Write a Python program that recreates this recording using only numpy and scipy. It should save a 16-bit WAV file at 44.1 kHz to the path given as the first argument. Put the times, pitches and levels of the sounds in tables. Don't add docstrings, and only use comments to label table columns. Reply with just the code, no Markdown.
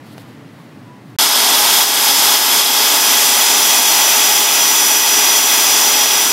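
import sys
import numpy as np
from scipy import signal
from scipy.fft import rfft, irfft
from scipy.io import wavfile
from scipy.ndimage import uniform_filter1d

SR = 44100
rng = np.random.default_rng(int(sys.argv[2]) if len(sys.argv) > 2 else 0)


def invert_db(level):
    return 10 ** (np.asarray(level, dtype=float) / 20)


def log_audio(samples):
    frames = np.atleast_2d(samples).T
    limited = np.clip(frames, -1, 1)
    pcm = np.round(limited * 32767).astype(np.int16)
    wavfile.write(sys.argv[1], SR, pcm)


N = 278712
time = np.arange(N) / SR
CUT_S, START_S = 1.165, 1.1862
TOP_HZ = 15760
FRAME = 1024


def curves(table):
    s, *columns = np.transpose(table)
    return [np.interp(time, s, c) for c in columns]


def unit(x):
    return x / np.sqrt(np.mean(x ** 2))


def bell(middle, half):
    return np.exp(-((time - middle) / half) ** 2)


def walk(rate):
    k = int(SR / rate)
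    held = np.repeat(rng.standard_normal(N // k + 1), k)
    smooth = uniform_filter1d(uniform_filter1d(held, k), k)
    return unit(smooth[:N])


def colour(x, points, peaks=()):
    hz = np.arange(N // 2 + 1) * SR / N + 1
    point_hz, point_db = np.array(points).T
    db = np.interp(np.log(hz), np.log(point_hz), point_db)
    for centre_hz, width_hz, peak_db in peaks:
        db = db + peak_db / (1 + (2 * (hz - centre_hz) / width_hz) ** 2)
    return irfft(rfft(x) * invert_db(db), N)


def band(x, lo_hz, hi_hz):
    hz = np.arange(N // 2 + 1) * SR / N
    return irfft(rfft(x) * (hz > lo_hz) * (hz < hi_hz), N)


def octaves(x, flicker_db, rate):
    spectrum = rfft(x)
    place = np.log2(np.arange(N // 2 + 1) * SR / N / 60 + 1e-9)
    place = np.clip(place, 0, 8)
    out = np.zeros(N)
    for k in range(9):
        octave = irfft(spectrum * np.clip(1 - abs(place - k), 0, 1), N)
        out += octave * invert_db(flicker_db * walk(rate))
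    return out


# f/Hz, level/dB
PORCH_TONE = [(30, -39), (75, -41), (110, -1.5), (150, -2.5), (190, -6.5), (270, -3.5), (350, -9.5),
              (520, -15), (1000, -18.5), (1500, -23), (2020, -22), (2250, -28), (5000, -34.5),
              (16000, -49.5)]


def far_traffic():
    air = colour(rng.standard_normal(N), PORCH_TONE)
    rumble = unit(colour(air, [(330, -17.5), (450, -34)]))
    murmur = unit(colour(air, [(330, -40), (420, -12), (2100, -10.5), (2300, -8.0), (4500, -12.5)]))
    rumble_db = -39.0 + 1.8 * walk(5.9)
    murmur_db = -45.5 - 2.5 * time + 0.68 * walk(14.6)
    return invert_db(rumble_db) * rumble + invert_db(murmur_db) * murmur


# middle t/s, half length t/s, peak level/dB
RUSTLE_SWELLS = [
    (.075, .03, -57),
    (.128, .022, -54),
    (.2, 0.028, -53),
    (.29, .06, -65),
    (.6, .12, -68),
    (1.09, .05, -67),
]


def rustle():
    hiss = colour(rng.standard_normal(N), [(2200, -26.5), (3000, -1), (4500, 1.0), (6000, -11.0),
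                                           (11000, -6.5), (16000, -11)])
    swell = invert_db(-66) + sum(invert_db(peak_db) * bell(s, half) for s, half, peak_db in RUSTLE_SWELLS)
    return swell * invert_db(3.0) * unit(hiss)


# t/s, peak level/dB, body f/Hz, time to fall 60 dB t/s, crack level/dB
KNOCKS = [
    (.1803, -22, 650, .009, -31),
    (.219, -37, 1800, .01, -44),
    (.2865, -29, 550, .008, -50),
    (.6, -38, 1100, .04, -55),
]


def ticks():
    crack = unit(colour(rng.standard_normal(N), [(300, -10), (1500, .1), (6000, -6), (16000, -16)]))
    out = np.zeros(N)
    for s, peak_db, body_hz, t60, crack_db in KNOCKS:
        age = np.clip(time - s, 0, None)
        out -= invert_db(peak_db - 60 * age / t60) * np.sin(2 * np.pi * body_hz * age)
        out += (time > s) * invert_db(crack_db - 60 * age / .015) * crack
    return out


def squeak():
    start_s, attack_s, hold_s, release_s = 0.834, 0.071, .02, 0.098
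    level_db, middle_hz, wobble_hz, wobble_s = -45.5, 986, 9, .11
    age = time - start_s
    end = attack_s + hold_s + release_s
    shape = np.clip(np.minimum(age / attack_s, (end - age) / release_s), 0, 1)
    hz = middle_hz + wobble_hz * np.cos(2 * np.pi * age / wobble_s)
    return shape * np.sqrt(2) * invert_db(level_db) * np.sin(2 * np.pi * np.cumsum(hz) / SR)


def porch():
    return far_traffic() + rustle() + ticks() + squeak()


# t/s, share of the later colour (0-1)
HANDS = [
    (1.19, 0.02),
    (2.9, 0.48),
    (4.2, 0.95),
    (6.32, 0.8),
]


def later_share():
    return curves(HANDS)[0]


# middle t/s, half length t/s, depth level/dB
HAND_SHADE = [
    (1.3, .25, 4),
    (1.8, .2, 4),
    (3.5, .3, 5),
    (4.65, .25, 2.5),
    (6.1, .25, 4),
]


def line_levels():
    uncover_s, step_s, grow_s, uncover_db = 2.97, .04, 1.0, 8
    age = np.clip(time - uncover_s, 0, None)
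    opened = .5 * (2 - np.exp(-age / step_s) - np.exp(-age / grow_s))
    shaded_db = sum(depth_db * bell(s, half) for s, half, depth_db in HAND_SHADE)
    slot_db = -24.5 + .5 * walk(6)
    fan_db = -27 + uncover_db * opened + .4 * walk(6)
    overtone_db = -22.5 - .9 * (time - START_S) - shaded_db
    return slot_db, fan_db, overtone_db


# t/s, f/Hz
SHAFT_SPEED = [(1.19, 420.9), (1.8, 420.45), (3, 420.18), (4.4, 419.55), (6.32, 418.43)]
# multiple of shaft speed, level/dB
GEAR_TONES = [(3.712, -43), (3.81, -46), (3.903, -42), (4.095, -47), (4.57, -42), (12.098, -36)]
# multiple of shaft speed, early level/dB, later level/dB
SHAFT_TONES = [(1, -38, -36.5), (2, -35.5, -34.5), (4, -36, -40), (5, -42, -40), (6, -38.5, -36),
               (7, -43, -41.5), (10, -43, -44), (11, -45, -40), (13, -39, -44), (15, -39.5, -40.5),
               (16, -43, -44), (17, -42, -39), (19, -49, -46), (23, -46.5, -42.5), (24, -37, -45),
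               (25, -42.5, -44), (26, -42, -43), (29, -48, -44), (30, -41, -37), (31, -41.5, -43),
               (32, -45.5, -43), (33, -44.5, -50), (34, -47, -47.5), (35, -50, -43.5), (36, -46.5, -37.5),
               (37, -49.5, -45.5)]


def whine():
    slot_db, fan_db, overtone_db = line_levels()
    shaft_hz = curves(SHAFT_SPEED)[0] + .1 * walk(25)
    turn = 2 * np.pi * np.cumsum(shaft_hz) / SR
    lines = [(12, slot_db), (14, fan_db), (28, overtone_db)]
    lines += GEAR_TONES
    share = later_share()
    for multiple, early_db, late_db in SHAFT_TONES:
        lines.append((multiple, early_db + share * (late_db - early_db)))
    waver = [walk(9.8) for _ in range(6)]
    start = 2 * np.pi * rng.random(len(lines))
    out = np.zeros(N)
    for k, (multiple, db) in enumerate(lines):
        level = np.sqrt(2) * invert_db(db + .6 * waver[k % 6])
        out += level * np.sin(multiple * turn + start[k])
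    return out, turn


# delay t/s, level/dB, slow drift of the delay t/s
NEAR_ECHOES = [(.0018, -15, .00004), (.0029, -15, .00005), (.0041, -16, .00006), (.0072, -17, .00005)]


def echoes(x):
    treble = colour(x, [(3500, -30), (7500, 0)])
    out = x
    for delay, db, drift in NEAR_ECHOES:
        out = out + invert_db(db) * np.interp(time - delay - drift * walk(1.5), time, treble)
    return unit(out)


# f/Hz, level/dB
RUSH_EARLY = [(24, -79), (40, -58), (167, -20), (256, -6), (422, -10), (491, -12), (852, -1), (1810, -5.5),
              (3060, -3.5), (3300, 3.5), (4030, -4.5), (5180, -3), (8340, -9), (11800, -14.5),
              (16000, -18.5)]
# f/Hz, level/dB
RUSH_LATE = [(24, -84), (40, -64), (85, -38), (256, -11.5), (382, -10.5), (412, -8), (479, -11.5),
             (852, -5.5), (1810, -9), (3300, -7.5), (4030, -7), (6020, -7), (8340, -10), (14800, -9),
             (16000, -20)]
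# f/Hz, width f/Hz, early level/dB, later level/dB
RESONANCES = [(276, 140, -1.5, 1.5), (476, 57, -1, -6.5), (887, 160, 3.5, 4.5), (933, 36, 2, -2),
              (1002, 87, -0.5, -2.5), (1134, 22, -7, 3), (3690, 51, 0, -2), (1840, 350, -5, -3.5),
              (1963, 130, 3.5, 8), (2540, 270, -4.5, 4.5), (3320, 330, -0.5, 8), (4050, 300, -0.5, -5.5),
              (4710, 230, 3, 2), (4780, 120, -5, -8.5), (5480, 200, -2.5, -3), (5240, 310, 5, 1.5),
              (5910, 400, -4.5, 5.5), (7280, 530, -1.5, 5), (8370, 430, -3.5, -3.5), (8900, 660, 5, 0.5),
              (10060, 420, 4.5, -1), (11900, 590, 12, -4.5), (13460, 420, 7.5, -10)]


def rush(turn):
    early_peaks = [(hz, width, early_db) for hz, width, early_db, _ in RESONANCES]
    late_peaks = [(hz, width, late_db) for hz, width, _, late_db in RESONANCES]
    early = unit(colour(rng.standard_normal(N), RUSH_EARLY, early_peaks))
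    late = unit(colour(rng.standard_normal(N), RUSH_LATE, late_peaks))
    share = later_share()
    air = echoes(np.sqrt(1 - share) * early + np.sqrt(share) * late)
    air = octaves(air, flicker_db=0.44, rate=9)
    hardness_db = 2.5 * np.minimum(rng.exponential(size=N), 4)
    grains = (rng.random(N) < .08) * rng.standard_normal(N) * invert_db(hardness_db)
    grit = unit(colour(grains, [(3000, -35.5), (7000, 0.5), (12000, 1), (16000, -6)]))
    return air * (1 + 0.055 * np.sin(turn)) + invert_db(-16.5 + 3.8 * walk(14)) * grit


# t/s, depth level/dB
GAIN_DIPS = [(1.26, 2.5), (1.835, 3.5), (2.11, 2), (2.355, 3), (2.605, 3), (2.97, 1.5), (3.3, 1), (3.79, 2),
             (4.44, 1.5), (4.99, 2), (5.39, 2.5), (5.55, 2), (6.05, 1.5)]


def gain_control():
    drop_s, recover_db_per_s = .02, 14
    level_db = -11.54 - 1.16 * later_share() + 0.3 * walk(3)
    for s, depth_db in GAIN_DIPS:
        age = np.clip(time - s, 0, None)
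        recovering_db = np.clip(depth_db - recover_db_per_s * age, 0, None)
        level_db = level_db - np.minimum(age / drop_s, 1) * recovering_db
    return level_db


def drill():
    lines, turn = whine()
    level_db = gain_control()
    dips_db = level_db - uniform_filter1d(level_db, SR // 3)
    return lines * invert_db(dips_db) + rush(turn) * invert_db(level_db)


def lapped(window):
    n, k = np.arange(2 * FRAME)[:, None] + .5, np.arange(FRAME) + .5
    waves = np.cos(np.pi / FRAME * (n + FRAME / 2) * k)
    return window[:, None] * waves * np.sqrt(2 / FRAME)


def coarse_treble(x, step_db, rise_db, scatter_db, lowest_hz):
    basis = lapped(np.sin(np.pi * (np.arange(2 * FRAME) + .5) / (2 * FRAME)))
    count = N // FRAME + 2
    padded = np.pad(x, (FRAME, count * FRAME - N))
    coef = padded[np.arange(count)[:, None] * FRAME + np.arange(2 * FRAME)] @ basis
    hz = (np.arange(FRAME) + .5) * SR / (2 * FRAME)
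    typical = uniform_filter1d(np.sqrt(abs(coef)), size=80, axis=1) ** 2 + 1e-9
    uneven_db = scatter_db * np.repeat(rng.standard_normal((count, FRAME // 32)), 32, axis=1)
    step = typical * invert_db(step_db + rise_db * hz / TOP_HZ + uneven_db)
    edge_hz = TOP_HZ + 60 - 70 * rng.exponential(size=(count, 1))
    rounded = np.round(coef / step) * step
    coef = np.where(hz > lowest_hz, rounded, coef) * (hz < edge_hz)
    halves = (coef @ basis.T).reshape(count, 2, FRAME)
    return (halves[1:, 0] + halves[:-1, 1]).ravel()[:N]


# t/s, low f/Hz, high f/Hz, level/dB
NOISE_PATCHES = [(1.2216, 6200, 7600, -26), (1.6164, 6830, 8300, -27), (1.9182, 13800, 15850, -35),
                 (3.7758, 9580, 11050, -27), (4.8672, 8900, 10300, -28), (5.2851, 4260, 5200, -24),
                 (5.2851, 9600, 11400, -28), (5.4941, 9620, 11780, -28), (5.8424, 6250, 8250, -23),
                 (5.9353, 11570, 13830, -26), (5.9585, 4230, 5770, -24)]


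def stereo_patches():
    basis = lapped(signal.windows.kaiser_bessel_derived(2 * FRAME, 4 * np.pi))
    grid = 626
    hz = (np.arange(FRAME) + .5) * SR / (2 * FRAME)
    side = np.zeros(N)
    for s, lo_hz, hi_hz, side_db in NOISE_PATCHES:
        start = grid + FRAME * int(round((s * SR - grid) / FRAME) - 1)
        burst = basis @ (rng.standard_normal(FRAME) * (hz > lo_hz) * (hz < hi_hz))
        side[start:start + 2 * FRAME] += invert_db(side_db - 3.5) * unit(burst)
    return side


def scene():
    before = np.clip((CUT_S - time) / .003, 0, 1)
    after = np.clip((time - START_S) / .0006, 0, 1)
    return np.tile(porch() * before + drill() * after, (2, 1))


def low_pass(x):
    return signal.sosfilt(signal.butter(12, 16390, fs=SR, output="sos"), x)


def record(dry):
    x = dry[0] - .11 * np.clip(dry[0], -1.6, 1.6) ** 3
    x = signal.sosfilt(signal.butter(3, 70, "high", fs=SR, output="sos"), x)
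    late = coarse_treble(x, step_db=3.5, rise_db=6.5, scatter_db=1.5, lowest_hz=3000)
    early = band(x * (time < START_S), 10, TOP_HZ) * (time < CUT_S)
    x = np.where(time > START_S, late, early)
    mix = x + stereo_patches() * np.array([[1], [-1]])
    return low_pass(mix)


dry = scene()
out = record(dry)
log_audio(out)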